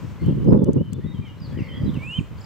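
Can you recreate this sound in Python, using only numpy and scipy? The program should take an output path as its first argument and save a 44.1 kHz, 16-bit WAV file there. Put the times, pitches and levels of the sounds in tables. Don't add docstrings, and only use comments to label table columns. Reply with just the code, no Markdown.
import sys
import numpy as np
from scipy import signal
from scipy.fft import rfft, irfft
from scipy.io import wavfile
from scipy.ndimage import uniform_filter1d

SR = 44100
rng = np.random.default_rng(int(sys.argv[2]) if len(sys.argv) > 2 else 0)


def to_wav(sig):
    pcm = np.clip(np.atleast_2d(sig), -1, 1) * 32767
    pcm = np.round(pcm).astype(np.int16)
    wavfile.write(sys.argv[1], SR, pcm.T)


N = 108045

# time_s, level_db
GUSTS = [(0.0, -45), (0.05, -26), (0.08, -36.5), (0.2, -39), (0.225, -19), (0.255, -26), (0.28, -15.5),
         (0.35, -21), (0.43, -20), (0.47, -12.5), (0.51, -7), (0.535, -2.5), (0.555, -5.5), (0.6, -7.5),
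         (0.625, -9), (0.655, -15), (0.695, -6), (0.725, -19.5), (0.75, -16.5), (0.765, -9.5),
         (0.812, -14.5), (0.84, -27.5), (0.93, -21), (0.99, -19), (1.02, -33.5), (1.05, -19.5),
         (1.13, -28.5), (1.19, -22), (1.245, -29), (1.27, -31.5), (1.38, -36), (1.42, -34.5), (1.45, -31),
         (1.53, -26.5), (1.615, -25), (1.645, -35.5), (1.79, -27), (1.835, -19.5), (1.885, -21.5),
         (1.92, -25.5), (1.965, -21.5), (2.0, -34.5), (2.1, -27.5), (2.14, -44), (2.21, -23.5),
         (2.27, -48.5), (2.33, -32.5), (2.45, -46.5)]


def amp(db):
    return 10 ** (np.asarray(db) / 20)


def unit(x):
    return x / np.sqrt(np.mean(x ** 2) + 1e-20)


def read(points, hz):
    f, value = np.transpose(points)
    return np.interp(np.log(hz + 1), np.log(f), value)


def curve(points, t):
    s, *columns = np.transpose(points)
    return [np.interp(t, s, c) for c in columns]


def add(mix, start_s, sound):
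    part = mix[max(round(start_s * SR), 0):][:len(sound)]
    part += sound[:len(part)]


def drift(span_s):
    hz = np.fft.rfftfreq(N, 1 / SR)
    return unit(irfft(rfft(rng.standard_normal(N)) * np.exp(-(hz * span_s) ** 2), N))


def colour(noise, spectrum):
    return unit(irfft(rfft(noise) * amp(read(spectrum, np.fft.rfftfreq(N, 1 / SR))), N))


def wash(level_db=-47, wobble_db=0.9):
    # frequency_hz, relative_db
    spectrum = [(30, -8), (150, 2.82), (350, 0.34), (520, 2), (700, -7), (1000, 0), (1500, -7), (2200, -10),
                (3200, -14), (4500, -21), (8300, -26), (9700, -37), (10700, -36), (11600, -28),
                (16000, -29)]
    # frequency_hz, likeness (0 to 1)
    likeness = [(100, 1), (500, 0.94), (1200, 0.7), (4000, 0.6), (8000, 0.12), (12000, 0.05)]
    # time_s, change_db
    loudness = [(0, 2), (.15, 0.5), (.4, 0), (.8, -0.6), (1.3, 1.5), (1.6, 1.8), (2.0, 2), (2.3, -1),
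                (2.45, 1.5)]
    left, other = rng.standard_normal((2, N))
    alike = np.clip(read(likeness, np.fft.rfftfreq(N, 1 / SR)), -1, 1)
    right = irfft(alike * rfft(left) + np.sqrt(1 - alike ** 2) * rfft(other), N)
    hiss = np.array([colour(left, spectrum), colour(right, spectrum)])
    (change_db,) = curve(loudness, np.arange(N) / SR)
    return hiss * amp(level_db + change_db + wobble_db * drift(0.069)) * amp([[.5], [-.5]])


def rustles():
    # start_s, length_s, centre_hz, width_hz, level_db
    bands = [(-.1, 0.31, 5741, 1836, -69), (0.212, 0.14, 3030, 290.4, -57), (0.278, 0.37, 2980, 131, -64),
             (1.547, 0.19, 2220, 170, -52.5), (1.38, 0.69, 535, 70, -52), (1.97, 0.32, 8060, 644, -68.5)]
    t, hz, out = np.arange(N) / SR, np.fft.rfftfreq(N, 1 / SR), np.zeros(N)
    for start, length, centre, width, db in bands:
        band = np.exp(-((hz - centre) / width) ** 2 / 2)
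        hiss = unit(irfft(rfft(rng.standard_normal(N)) * band, N))
        out += amp(db) * hiss * np.sin(np.pi * np.clip((t - start) / length, 0, 1))
    return out


def breeze(level_db=-38):
    # frequency_hz, relative_db
    spectrum = [(25, -15.5), (100, 2.5), (170, -14), (600, -57)]
    return amp(level_db) * np.array([colour(air, spectrum) for air in rng.standard_normal((2, N))])


def wind(light_db=-24.5, hard_db=0, swirl_db=3, shared=0.19, steady_s=0.024):
    # frequency_hz, relative_db
    light_spectrum = [(20, -20), (45, -17), (80, -1), (140, 4), (230, -7), (400, -20.5), (650, -47.5),
                      (1500, -90.5), (5000, -72.5)]
    hard_spectrum = [(20, -37.5), (45, -45.5), (90, -12), (180, 3), (340, 0.5), (560, -7), (700, -31.5),
                     (850, -23.5), (1050, -31), (1700, -58), (5000, -73.5), (15000, -86)]
    # time_s, left_minus_right_db
    direction = [(0, 8.5), (.45, -2), (.75, -1), (1.05, 6), (1.4, 4.5), (1.9, -2.5), (2.2, -2.5)]
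    t = np.arange(N) / SR
    (db,), (side_db,) = curve(GUSTS, t), curve(direction, t)
    hardness = np.clip((db - light_db) / (hard_db - light_db), 0, 1) ** 1.07
    common, swirls, sides = rng.standard_normal(N), drift(0.013), []
    for sign in (1, -1):
        air = rng.standard_normal(N) + shared * common
        flow = (1 - hardness) * colour(air, light_spectrum) + hardness * colour(air, hard_spectrum)
        power = abs(uniform_filter1d(flow ** 2, int(steady_s * SR)))
        flow = flow / np.sqrt(power + 0.021)
        sides.append(flow * amp(db + swirl_db * swirls + sign * side_db / 2))
    return np.array(sides)


def rush(level_db=-27, growth=4.1, flicker_db=3):
    # frequency_hz, relative_db
    spectrum = [(300, -27), (700, -16.5), (1000, 13), (1800, -9.5), (4000, -23.5), (9000, -43),
                (15000, -47)]
    (gust_db,) = curve(GUSTS, np.arange(N) / SR)
    level = amp(level_db + growth * (gust_db - gust_db.max()) + flicker_db * drift(0.0026))
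    return level * np.array([colour(air, spectrum) for air in rng.standard_normal((2, N))])


def thumps(width_cycles=0.37):
    # time_s, pitch_hz, level_db, left_minus_right_db
    swirls = [(.052, 182, -24, 15.5), (0.265, 127, -11.5, 4), (0.284, 191, -7, -6), (.474, 222, -3.5, -2),
              (0.499, 190, 2.5, 2.5), (0.526, 169.7, 7, -10), (0.531, 169, 4.5, 10),
              (0.575, 227, -2.5, -13), (.621, 270, -4, -22.5), (0.691, 205, 2, -1), (0.764, 232, -1.5, -3),
              (0.929, 149, -17, -8.5), (1.05, 174, -14.5, 20), (1.419, 145, -20.5, -12),
              (1.574, 247, -21, 18.5), (1.591, 270, -18, 13), (1.608, 211, -13.5, 11),
              (1.622, 167, -10.5, -1.5), (1.818, 190, -18, -15), (1.837, 140, -12.5, 4.5),
              (1.863, 201, -15.5, 12), (1.8812, 200, -14, -15.5), (1.894, 187, -12.5, -9),
              (1.974, 193, -16.5, -16), (2.1894, 149, -9.5, -10.5), (2.21, 213, -16, 6)]
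    t, out = np.arange(-.02, .02, 1 / SR), np.zeros((2, N))
    for (s, hz, db, side_db), (phase, skew) in zip(swirls, rng.random((len(swirls), 2))):
        swell = np.exp(-(t * hz / width_cycles) ** 2 / 2)
        for side, sign in zip(out, (1, -1)):
            push = swell * np.sin(2 * np.pi * (hz * t + phase + sign * skew / 6))
            add(side, s + t[0], amp(db + sign * side_db / 2) * push)
    return out


def cracks(fade_s=0.00019, scatter_s=0.00017):
    # start_s, peak_db
    spikes = [(0.524, -24.5), (0.5319, -18.5), (0.533, -39)]
    t, out = np.arange(0, .004, 1 / SR), np.zeros((2, N))
    for start, db in spikes:
        for side in out:
            add(side, start + scatter_s * rng.random(), amp(db) * np.exp(-t / fade_s))
    return out


def clicks(chatter=0.27, chatter_s=0.00088, pivot_hz=7000, rebound_s=.0021, rebound_db=-14):
    # start_s, level_db, brightness_db_per_octave
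    snaps = [(0.262, -37, 10), (0.444, -39, -3), (0.6443, -22, -1), (.7325, -25.5, -8), (0.9324, -19, -7),
             (1.944, -38.5, 7)]
    # pitch_hz, relative_db, ring_s (time to fade by 60 dB)
    tones = [(3360, -14.5, 0.011), (5000, -9, 0.013), (6170, -1, .009), (6950, -0.5, 0.013),
             (7730, 1, 0.0063), (8280, -4, 0.012), (9860, -9, 0.011), (11170, -12.5, 0.011),
             (12600, -23.5, .008)]
    t, out = np.arange(0, .04, 1 / SR), np.zeros((2, N))
    for start, level_db, brightness in snaps:
        ring = np.zeros(len(t))
        for hz, db, ring_s in tones:
            tone_db = db + brightness * np.log2(hz / pivot_hz) - 60 * t / ring_s
            ring += amp(tone_db) * np.sin(2 * np.pi * hz * t)
        for side in out:
            push = (t == 0) + chatter * rng.standard_normal(len(t)) * np.exp(-t / chatter_s)
            push /= np.linalg.norm(push)
            snap = amp(level_db) * signal.fftconvolve(push, ring) / abs(ring).max()
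            add(side, start, snap)
            add(side, start + rebound_s, amp(rebound_db) * snap)
    return out


def reed_echoes(sound, alike=0.48, ring_s=0.64, echoes_per_s=2000):
    t = np.arange(SR) / SR
    echoes = rng.standard_normal((3, SR)) * (rng.random((3, SR)) < echoes_per_s / SR)
    echoes *= amp(-60 * t / ring_s) * np.minimum(t / 0.0056, 1)
    tail = echoes[:2] * (1 - alike) + echoes[2] * alike
    return signal.fftconvolve(sound[None], tail / np.linalg.norm(tail[0]), axes=1)[:, :N]


def from_right(sound, delay_s=.00002):
    lag = np.exp(-2j * np.pi * np.fft.rfftfreq(N, 1 / SR) * delay_s)
    return np.array([irfft(rfft(sound) * lag, N), sound])


def twitters(jitter=0.073, sounding_share=.75, fall_spreads=3.5, scatter_db=2.5):
    # start_s, length_s, pitch_hz, chirps_per_s, level_db, pitch_spread (share of the pitch)
    runs = [(0.477, 0.038, 4960, 41, -53.5, 0.02), (1.543, .33, 4940, 27, -60.5, 0.02),
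            (2.046, 0.16, 6950, 33, -57.5, 0.02)]
    out = np.zeros(N)
    for start, length, hz, rate, db, spread in runs:
        progress = np.linspace(0, 1, int(sounding_share / rate * SR))
        for s, (late, sharp, loud) in zip(np.arange(0, length, 1 / rate), rng.standard_normal((32, 3))):
            pitch = hz * (1 + spread * (sharp + fall_spreads * (.5 - progress)))
            chirp = np.sin(np.pi * progress) * np.sin(2 * np.pi * np.cumsum(pitch) / SR)
            add(out, start + s + jitter * late / rate, amp(db + scatter_db * loud) * chirp)
    return out


def buzz(throb_hz=70, swing_hz=125, depth=.5, rough=0.0097, rasp_db=-22, rasp_above_hz=190):
    # time_s, pitch_hz, level_db
    call = [(1.52, 1640, -54), (1.59, 1932, -48), (1.66, 2062, -50), (1.75, 1893, -46.5),
            (1.825, 1878, -49.5), (1.85, 1880, -80)]
    t = np.arange(N) / SR
    hz, db = curve(call, t)
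    throb = np.sin(2 * np.pi * throb_hz * t)
    pitch = hz * (1 + rough * drift(0.0017)) + swing_hz * throb
    tone = np.sin(2 * np.pi * np.cumsum(pitch) / SR)
    progress = np.clip((t - call[0][0]) / (call[-1][0] - call[0][0]), 0, 1)
    breath = amp(rasp_db) * np.sin(np.pi * progress) * drift(0.0033)
    rasp = breath * np.sin(2 * np.pi * np.cumsum(hz + rasp_above_hz) / SR)
    return (progress > 0) * (progress < 1) * amp(db) * (1 + depth * throb) * (tone + rasp)


def far_notes(waver=0.0082, flutter_db=2, arch_db=3, rise_s=.007, fall_s=.009, clear_db=-49):
    # start_s, length_s, first_hz, middle_hz, last_hz, level_db
    notes = [(0.181, 0.059, 2080, 2093, 2070, -56.5), (.19, 0.09, 4310, 4350, 4340, -64.5),
             (0.242, 0.037, 2805, 3046, 3170, -51), (0.567, 0.11, 3544, 3480, 3506, -55),
             (0.649, 0.035, 3020, 2976, 3000, -51.5), (0.773, 0.075, 2774, 2956, 3005, -50.5),
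             (0.839, 0.064, 3065, 3050, 2920, -49), (.914, 0.02, 4900, 4150, 3900, -53.5),
             (0.939, 0.031, 3590, 3510, 3580, -50.5), (1.001, 0.13, 1767, 2005, 1963, -51.5),
             (1.034, 0.029, 3500, 3440, 3500, -52), (1.056, 0.092, 3744, 3727, 3700, -52),
             (1.137, 0.055, 3380, 3130, 3040, -49), (1.215, 0.073, 2437, 2303, 2030, -48),
             (1.244, 0.04, 3204, 3097, 3000, -44), (1.277, 0.044, 3034, 2872, 2920, -46.5),
             (1.26, 0.045, 7400, 5420, 3800, -63.5), (1.366, 0.03, 3550, 4110, 4180, -59.5),
             (1.399, 0.013, 5350, 5170, 5000, -49), (1.411, 0.065, 4760, 4650, 3750, -47),
             (1.511, 0.035, 3270, 3360, 3370, -53.5), (1.571, 0.051, 3220, 2760, 2470, -43.5),
             (1.6, 0.015, 6370, 5600, 5100, -53.5), (1.634, 0.048, 4470, 4540, 4080, -57.5),
             (1.682, 0.066, 3200, 3080, 3170, -42), (1.732, 0.064, 3230, 3296, 3290, -44),
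             (1.856, 0.026, 4050, 3920, 3930, -49), (1.881, 0.028, 3750, 3570, 3350, -46.5),
             (1.937, 0.043, 3190, 2800, 2410, -43.5), (2.108, 0.097, 2594, 2483, 2376, -50),
             (2.379, 0.014, 4900, 4570, 4180, -50.5), (2.388, 0.018, 7300, 6730, 6850, -60),
             (2.404, 0.012, 6860, 7400, 7900, -51), (2.41, 0.012, 5570, 5000, 4150, -42),
             (2.434, 0.01, 6700, 7350, 7800, -53), (2.44, 0.0094, 5540, 5000, 4180, -41)]
    out, pitch_wobble, level_wobble = np.zeros(N), drift(0.0038), drift(0.0038)
    for start, length, first, middle, last, db in notes:
        progress = np.linspace(0, 1, int(length * SR))
        at = (int(start * SR) + np.arange(len(progress))) % N
        breakup = 1 + 0.0527 * np.clip(clear_db - db, 0, 10)
        bend = np.polyval(np.polyfit([0, .5, 1], [first, middle, last], 2), progress)
        hz = bend * (1 + breakup * waver * pitch_wobble[at])
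        fade = np.minimum(1, np.minimum(progress * length / rise_s, (1 - progress) * length / fall_s))
        level = amp(db + breakup * flutter_db * level_wobble[at] - arch_db * (2 * progress - 1) ** 2)
        add(out, start, fade * level * np.sin(2 * np.pi * np.cumsum(hz) / SR))
    return out


def near_whistle(waver=0.0072, flutter_db=1.27, overtone_db=-46):
    # time_s, pitch_hz, level_db
    call = [(1.98, 2230, -53), (2.006, 2215, -47), (2.036, 2360, -36.5), (2.06, 2490, -37.5),
            (2.096, 2730, -34), (2.135, 2922, -32.5), (2.166, 3123, -30.5), (2.18, 3143, -33),
            (2.187, 3045, -32.5), (2.197, 2490, -36.5), (2.204, 2100, -72)]
    t = np.arange(N) / SR
    hz, db = curve(call, t)
    pitch = uniform_filter1d(hz, size=150) * (1 + waver * drift(0.0038))
    phase = 2 * np.pi * np.cumsum(pitch) / SR
    tone = np.sin(phase) + amp(overtone_db) * np.sin(2 * phase)
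    sounding = (t > call[0][0]) & (t < call[-1][0])
    return sounding * amp(db + flutter_db * drift(0.0038)) * tone


def scene(mic_low_hz=47.3):
    near, far = near_whistle(), far_notes() + twitters() + buzz()
    birds = amp([[2], [4]]) * from_right(near) + amp([[1.5], [1]]) * from_right(far)
    echoes = reed_echoes(amp(-18.5) * near + amp(-2.5) * far)
    rustle = 1.4 * rustles() + np.array([rustles(), rustles()])
    low_cut = signal.butter(3, mic_low_hz, "high", fs=SR, output="sos")
    buffeting = signal.sosfilt(low_cut, breeze() + wind() + rush() + thumps())
    return birds + echoes + rustle + wash() + clicks() + buffeting + cracks()


def record(dry, threshold_db=-17, cut_share=0.45, recover_db_per_s=9, top_hz=15900):
    power_db = 10 * np.log10(abs(uniform_filter1d((dry ** 2).mean(0), size=1800)) + 1e-12)
    recovery_db = np.arange(N) * recover_db_per_s / SR
    held_db = np.maximum.accumulate(power_db + recovery_db) - recovery_db
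    over_db = np.maximum(held_db - threshold_db, 0)
    turned_down = dry / amp(cut_share * uniform_filter1d(over_db, size=400))
    high_cut = signal.firwin(511, top_hz, window=("kaiser", 9), fs=SR)
    return signal.oaconvolve(np.tanh(turned_down), high_cut[None], "same")


dry = scene()
out = record(dry)
to_wav(out)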